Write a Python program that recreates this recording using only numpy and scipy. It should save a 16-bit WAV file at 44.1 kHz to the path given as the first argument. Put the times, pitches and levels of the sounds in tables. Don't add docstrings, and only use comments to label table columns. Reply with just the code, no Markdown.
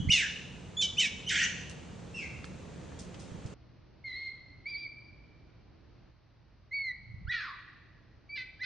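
import sys
import numpy as np
from scipy import signal
from scipy.fft import rfft, irfft, next_fast_len
from scipy.io import wavfile
from scipy.ndimage import uniform_filter1d

SR = 44100
rng = np.random.default_rng(int(sys.argv[2]) if len(sys.argv) > 2 else 0)


def output_pcm(signal):
    pcm = np.clip(np.atleast_2d(signal).T, -1, 1) * 32767
    wavfile.write(sys.argv[1], SR, np.round(pcm).astype(np.int16))


N = 381461

CUT_S, LEAD_S = 3.54, 2.39983
SLOWDOWN, REPLAY_DB = 1.5, -11.9
CUTOFF_HZ = 9600
TIME = np.arange(int((LEAD_S + CUT_S) * SR)) / SR - LEAD_S


def from_db(db):
    return 10 ** (np.asarray(db) / 20)


def rms_one(x):
    return x / np.sqrt(np.mean(x ** 2) + 1e-20)


def read_table(points, hz):
    f, value = np.transpose(points)
    return np.interp(np.log(hz + 1e-9), np.log(f), value)


def colour(x, spectrum):
    size = next_fast_len(x.shape[-1] + 1024)
    hz = np.maximum(np.arange(size // 2 + 1) * SR / size, 1)
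    octaves_outside = np.abs(np.log2(hz / np.clip(hz, spectrum[0][0], spectrum[-1][0])))
    gain = from_db(read_table(spectrum, hz) - 20 * octaves_outside)
    return irfft(rfft(x, size) * gain, size)[..., :x.shape[-1]]


def wobble(hz, size):
    spectrum = rfft(rng.standard_normal(next_fast_len(size + SR // 4)))
    f = np.linspace(0, SR / 2, len(spectrum))
    return rms_one(irfft(spectrum / (1 + (f / hz) ** 6)))[:size]


# (frequency [Hz], correlation [-1 to 1])
CHANNEL_CORRELATION = [(50, 0.93), (150, 0.76), (300, 0.5), (800, 0.35), (2000, 0.7), (3500, 0.88),
                       (8000, 0.2)]


def stereo_noise(size):
    padded = next_fast_len(size)
    mid, side = rfft(rng.standard_normal((2, padded)))
    alike = np.clip(read_table(CHANNEL_CORRELATION, np.linspace(0, SR / 2, len(mid))), -1, 1)
    shared = np.sqrt(1 + alike) * mid
    opposed = np.sqrt(1 - alike) * side * [[1], [-1]]
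    return irfft(shared + opposed, padded)[:, :size] / np.sqrt(2)


def add(track, sound, s):
    start = max(int((s + LEAD_S) * SR), 0)
    track[:, start:start + sound.shape[-1]] += sound[..., :max(track.shape[1] - start, 0)]


def action_time(replay_s):
    return (replay_s - CUT_S) / SLOWDOWN - LEAD_S


def low_pass(x):
    return signal.sosfilt(signal.ellip(12, .1, 80, CUTOFF_HZ, fs=SR, output="sos"), x)


# (frequency [Hz], relative level [dB])
RUMBLE_SPECTRUM = [(15, -53.5), (25, -21), (44, -5), (81, 1), (150, -1), (182, 0), (252, -5.5),
                   (330, -12.5), (430, -35), (730, -120)]
DRONE_SPECTRUM = [(140, -30.5), (230, -14), (308, -1.5), (470, 0), (796, -12), (914, -11), (1060, -18),
                  (1600, -31), (2080, -60.5), (3520, -120)]
AIR_SPECTRUM = [(700, 5.5), (1300, 4.5), (2500, 0.5), (4000, -2.5), (5200, -6.5), (6600, -3), (7700, -7.5),
                (9500, -15)]
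# (frequency [Hz], RMS level before panning [dB])
MOTOR_LINES = [(78, -59.5), (138, -61), (177.6, -55.5)]
# (middle [s], width [s], gain [dB])
JOSTLE_SWELLS = [(0.021, 0.13, 13.5), (3.4, 0.052, 1)]
RUMBLE_DB, DRONE_DB = -47, -53
LULL_REPLAY_S, RECOVERY_S = 6.1, 1.6
RUMBLE_DIP_DB, DRONE_DIP_DB = 5, 9


def background(air_db=-57.0, air_dip_db=3, hum_waver=.014, rumble_pan_db=0.1, motor_pan_db=2):
    size, since = len(TIME), TIME - action_time(LULL_REPLAY_S)
    lull = np.clip(since / 0.014, 0, 1) * np.exp(-np.maximum(since, 0) / RECOVERY_S)
    jostle_db = sum(db * np.exp(-((TIME - s) / width) ** 2) for s, width, db in JOSTLE_SWELLS)
    rumble_db = RUMBLE_DB - RUMBLE_DIP_DB * lull + jostle_db
    rumble = rms_one(colour(stereo_noise(size), RUMBLE_SPECTRUM)) * from_db(rumble_db)
    drone = rms_one(colour(stereo_noise(size), DRONE_SPECTRUM)) * from_db(DRONE_DB - DRONE_DIP_DB * lull)
    air = rms_one(colour(stereo_noise(size), AIR_SPECTRUM)) * from_db(air_db - air_dip_db * lull)
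    turned_s = np.cumsum(1 + hum_waver * wobble(10.4, size)) / SR
    hum = sum(np.sqrt(2) * from_db(db) * np.sin(2 * np.pi * hz * turned_s) for hz, db in MOTOR_LINES)
    rumble = rumble * from_db([[-rumble_pan_db], [rumble_pan_db]])
    motor = (drone + hum) * from_db([[-motor_pan_db], [motor_pan_db]])
    return rumble + motor + air


# (time of strongest swing [s], envelope peak before panning [dB], frequency [Hz])
MICROPHONE_BUMPS = [(0.004, -24.5, 135), (0.052, -35, 144), (0.078, -20, 111), (0.096, -20, 137),
                    (3.32, -36, 104), (3.349, -33.5, 135), (3.388, -39, 102), (3.456, -29, 104)]


def bumps(cycles=0.72, skew_rad=.45, pan_db=2.7):
    out, t, sides = np.zeros((2, len(TIME))), np.arange(SR // 8) / SR, np.array([[-1], [1]])
    for s, peak_db, hz in MICROPHONE_BUMPS:
        swell = t * hz / cycles
        swing = np.sin(2 * np.pi * hz * t + rng.uniform(0, 2 * np.pi) + skew_rad * sides)
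        thud = swing * swell ** 2 * np.exp(1 - swell ** 2)
        add(out, thud * from_db(peak_db + pan_db * sides), s - cycles / hz)
    return out


# (time [s], level [dB], decay time [s], spectral peak [Hz])
GRIT_SCUFFS = [(1.696, -50, 0.015, 5500), (1.711, -52.5, .015, 5450), (2.442, -40, 0.0046, 1530),
               (2.447, -52, 0.016, 5450), (2.917, -53, 0.019, 800), (2.99, -48, 0.041, 5630),
               (3.143, -49.5, 0.011, 2200), (3.193, -53.5, 0.064, 5200), (3.46, -56, 0.025, 5000)]


def scuffs(grain_db=3, attack_s=0.00082, skirt_db=-12):
    out, t = np.zeros((2, len(TIME))), np.arange(SR // 5) / SR
    for s, level_db, length, hz in GRIT_SCUFFS:
        grit = stereo_noise(len(t)) * from_db(grain_db * wobble(550, len(t)))
        grit = rms_one(colour(grit, [(hz / 3, skirt_db), (hz, 0), (hz * 3, skirt_db)]))
        burst = np.minimum(t / attack_s, 1) * np.exp(-t / max(length, .002))
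        add(out, grit * from_db(level_db) * burst, s)
    return out


# (frequency [Hz], time to decay by 60 dB [s])
YARD_DECAY = [(500, 0.33), (2500, 0.92), (5000, 0.96), (9000, 0.5)]
# (delay [s], level against the whole diffuse echo [dB])
WALL_ECHOES = [(0.17, -19)]


def yard_echo(first_s=0.0038, build_s=0.0087, early_db=5, early_s=0.027):
    t, out = np.arange(SR) / SR, 0
    edges = np.geomspace(600, 11000, num=8)
    for low, high in zip(edges, edges[1:]):
        band_filter = signal.butter(2, [low, high], "band", fs=SR, output="sos")
        band = signal.sosfilt(band_filter, stereo_noise(SR))
        decay_s = read_table(YARD_DECAY, np.sqrt(low * high))
        out = out + band * np.exp(-np.log(1000) * t / decay_s)
    build_up = np.clip((t - first_s) / build_s, 0, 1)
    early_boost = 1 + from_db(early_db) * np.exp(-t / early_s)
    out = out * build_up * early_boost
    out = out / np.sqrt(np.sum(out ** 2))
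    for delay, db in WALL_ECHOES:
        out[:, int(delay * SR)] += from_db(db)
    return out


def heard(voice, yard, echo_db, ground_ms, ground_db, pan_db=0.74):
    n = np.arange(len(voice))
    bounce = np.interp(n - ground_ms * SR / 1000, n, voice, left=0)
    direct = voice + from_db(ground_db) * bounce
    out = from_db(echo_db) * signal.fftconvolve(yard, voice[None], axes=1)
    return out + np.pad(direct, (0, out.shape[1] - len(n))) * from_db([[-pan_db], [pan_db]])


def envelope(t, attack_s, release_s):
    return np.sin(np.pi / 2 * np.clip(t / attack_s, 0, 1)) * np.clip((t[-1] - t) / release_s, 0, 1)


# (frequency [Hz], gain [dB])
THROAT_RESPONSE = [(1050, -36.5), (1320, -12.5), (1600, 3), (2300, 1), (3000, 1), (3600, -2), (4050, -6),
                   (4800, -5.5), (5900, 1), (7400, -5), (8100, -6.5), (8600, -17), (9300, -15.5)]
# (multiple of the pitch [ratio], level before scaling [dB])
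SUBHARMONICS = [(.5, -26.5), (.75, -5.5), (1.25, -2), (1.5, -2), (2.5, -9.5), (4.5, -14)]


def cry(pitch, chaos, quadrupling, octave_db, third_db, rasp_db, tremor,
        lurch=.04, smear_hz=170, flutter_db=4.0, uneven_db=4.0):
    chaos, size = np.clip(chaos, 0, 1), len(pitch)
    unsteady_pitch = pitch * (1 + (tremor + lurch * chaos) * wobble(150, size))
    phase = 2 * np.pi * np.cumsum(unsteady_pitch) / SR
    harmonics, folds = {1: 1, 2: from_db(octave_db), 3: from_db(third_db)}, 0
    for multiple in np.arange(2, 19) / 4:
        if multiple in harmonics:
            strength = harmonics[multiple]
        else:
            partial_db = read_table(SUBHARMONICS, multiple) + uneven_db * wobble(23, size)
            strength = quadrupling * from_db(partial_db)
        stray_hz = smear_hz * np.sqrt(multiple) * chaos * wobble(300, size)
        stray = 2 * np.pi * np.cumsum(stray_hz) / SR
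        flutter = from_db(flutter_db * chaos * wobble(250, size))
        folds = folds + strength * flutter * np.cos(multiple * phase + stray)
    hiss = colour(rng.standard_normal(size), [(3300, -8.0), (5000, 5), (9500, -7.5)])
    rasp = rms_one(hiss) * (1 + 0.34 * np.cos(phase))
    voice = colour(folds + from_db(rasp_db) * np.sqrt(chaos) * rasp, THROAT_RESPONSE)
    return voice / np.sqrt(uniform_filter1d(voice ** 2, size=600) + 1e-12)


SQUEAL_CHAOS = .02
SQUEAL_RELEASE_S, GLIDE_S = .007, .009
PURE_ONSET_DB, OPENING_S = -11.5, .025


def squeal(contour, level_db, attack, sag, octave_db, rasp_db):
    s, hz = np.transpose(contour)
    s = (s - s[0]) / SLOWDOWN
    t = np.arange(0, s[-1] + SQUEAL_RELEASE_S / 2, 1 / SR)
    true_pitch = np.interp(t, s, hz * SLOWDOWN)
    pitch = uniform_filter1d(true_pitch, size=max(int(GLIDE_S * SR), 1), mode="nearest")
    opened = np.clip(np.minimum(t, t[-1] - t) / OPENING_S, 0, 1)
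    overtone_db = octave_db + PURE_ONSET_DB * (1 - opened)
    voice = cry(pitch, SQUEAL_CHAOS * opened ** 2, 0, overtone_db, third_db=-22.5,
                rasp_db=rasp_db, tremor=.0065)
    return voice * from_db(level_db + sag * t) * envelope(t, attack, SQUEAL_RELEASE_S)


BREAK_S, RELEASE_S = .007, 0.033
PUSH_EARLY_S, PUSH_S = .009, .004


def scream(length, level_db, soft_db, sag, rise, fall, onset_hz, top_hz, end_hz, chaos, quadrupling,
           shudder_db=1.3):
    t = np.arange(int(length * SR)) / SR
    past_top = np.maximum(t - rise, 0)
    climb = np.sin(np.pi / 2 * np.clip(t / rise, 0, 1)) ** 2
    slide = np.sin(np.pi / 2 * np.clip(past_top / fall, 0, 1)) ** 2
    pitch = onset_hz + (top_hz - onset_hz) * climb + (end_hz - top_hz) * slide
    unpushed = .5 - .5 * np.tanh((t - rise + PUSH_EARLY_S) / PUSH_S)
    broken = 1 - np.exp(-(past_top / BREAK_S) ** 2)
    voice = cry(pitch, chaos * broken, quadrupling * broken, octave_db=-12, third_db=-15.5,
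                rasp_db=-13.5, tremor=.006)
    shudder = shudder_db * chaos * broken * wobble(120, len(t))
    course_db = level_db + soft_db * unpushed + sag * past_top + shudder
    return voice * from_db(course_db) * envelope(t, .011, RELEASE_S)


# (start [s], length [s], level [dB], soft-start offset [dB],
#   level slope past the top [dB/s], rise [s], fall [s], onset pitch [Hz], top pitch [Hz], end pitch [Hz],
#   chaos [0-1], period quadrupling [0-1], echo gain [dB], ground-path delay [ms])
SCREAM_ARCHES = [ (0.086, 0.19, -22, -10.5, -87.5, .026, 0.18, 2050, 2940, 1449, .45, 0.47, -5.5, 1.39),
                 (.767, .11, -27, -4.5, -40, 0.041, 0.031, 3420, 3514, 3057, .2, 0.41, -8.5, 1.62),
                 (0.967, 0.13, -25, -14, -72.5, .023, 0.085, 2434, 3069, 2250, 0.39, 0.57, -9, 1.64),
                 (1.26, 0.21, -33, -9, 29.5, .024, .044, 2826, 3100, 1853, .72, 0.96, -3, 0.54),
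                 (2.14, 0.12, -45, 0, -14, 0.0088, 0.12, 2680, 2730, 1960, 0.17, 0.11, 4.5, 1.85)]
# (level [dB], attack [s], level slope [dB/s], octave overtone [dB], rasp [dB],
#   echo gain [dB], ground-path gain [dB])
SQUEAL_SHAPES = [(-32, .005, -2, -6, -4.5, -3, -7), (-28, 0.0042, -27, -5, -8, -6, -4.5),
                 (-22.5, 0.026, -19, -11, -26, -11.5, -12)]
# (time [s], pitch [Hz])
SQUEAL_CONTOURS = [
    [(4.04, 2183), (4.105, 2010), (4.14, 1985), (4.165, 2131), (4.225, 2153), (4.3, 2079)],
    [(4.655, 2140), (4.675, 2320), (4.7, 2405), (4.755, 2230), (4.782, 2397), (4.85, 2327), (4.87, 2180)],
    [(6.71, 2020), (6.748, 2286), (6.79, 2215), (6.835, 2176), (6.92, 1936)],
]
SQUEAL_BOUNCES = [2.53, 2.08, 3.27]
SCREAM_GROUND_DB = -13.5


def baby():
    out, yard = np.zeros((2, len(TIME))), yard_echo()
    for start, *shape, echo_db, ground_ms in SCREAM_ARCHES:
        add(out, heard(scream(*shape), yard, echo_db, ground_ms, SCREAM_GROUND_DB), start)
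    for contour, settings, ground_ms in zip(SQUEAL_CONTOURS, SQUEAL_SHAPES, SQUEAL_BOUNCES):
        *shape, echo_db, ground_db = settings
        call = heard(squeal(contour, *shape), yard, echo_db, ground_ms, ground_db)
        add(out, call, action_time(contour[0][0]))
    return out


def scene():
    action = low_pass(baby() + scuffs() + bumps() + background())
    live = action[:, int(LEAD_S * SR):]
    slowed = signal.resample_poly(action, round(2 * SLOWDOWN), 2, axis=1)
    return np.concatenate([live, from_db(REPLAY_DB) * slowed], axis=1)[:, :N]


def record(dry):
    return low_pass(dry)


dry = scene()
out = record(dry)
output_pcm(out)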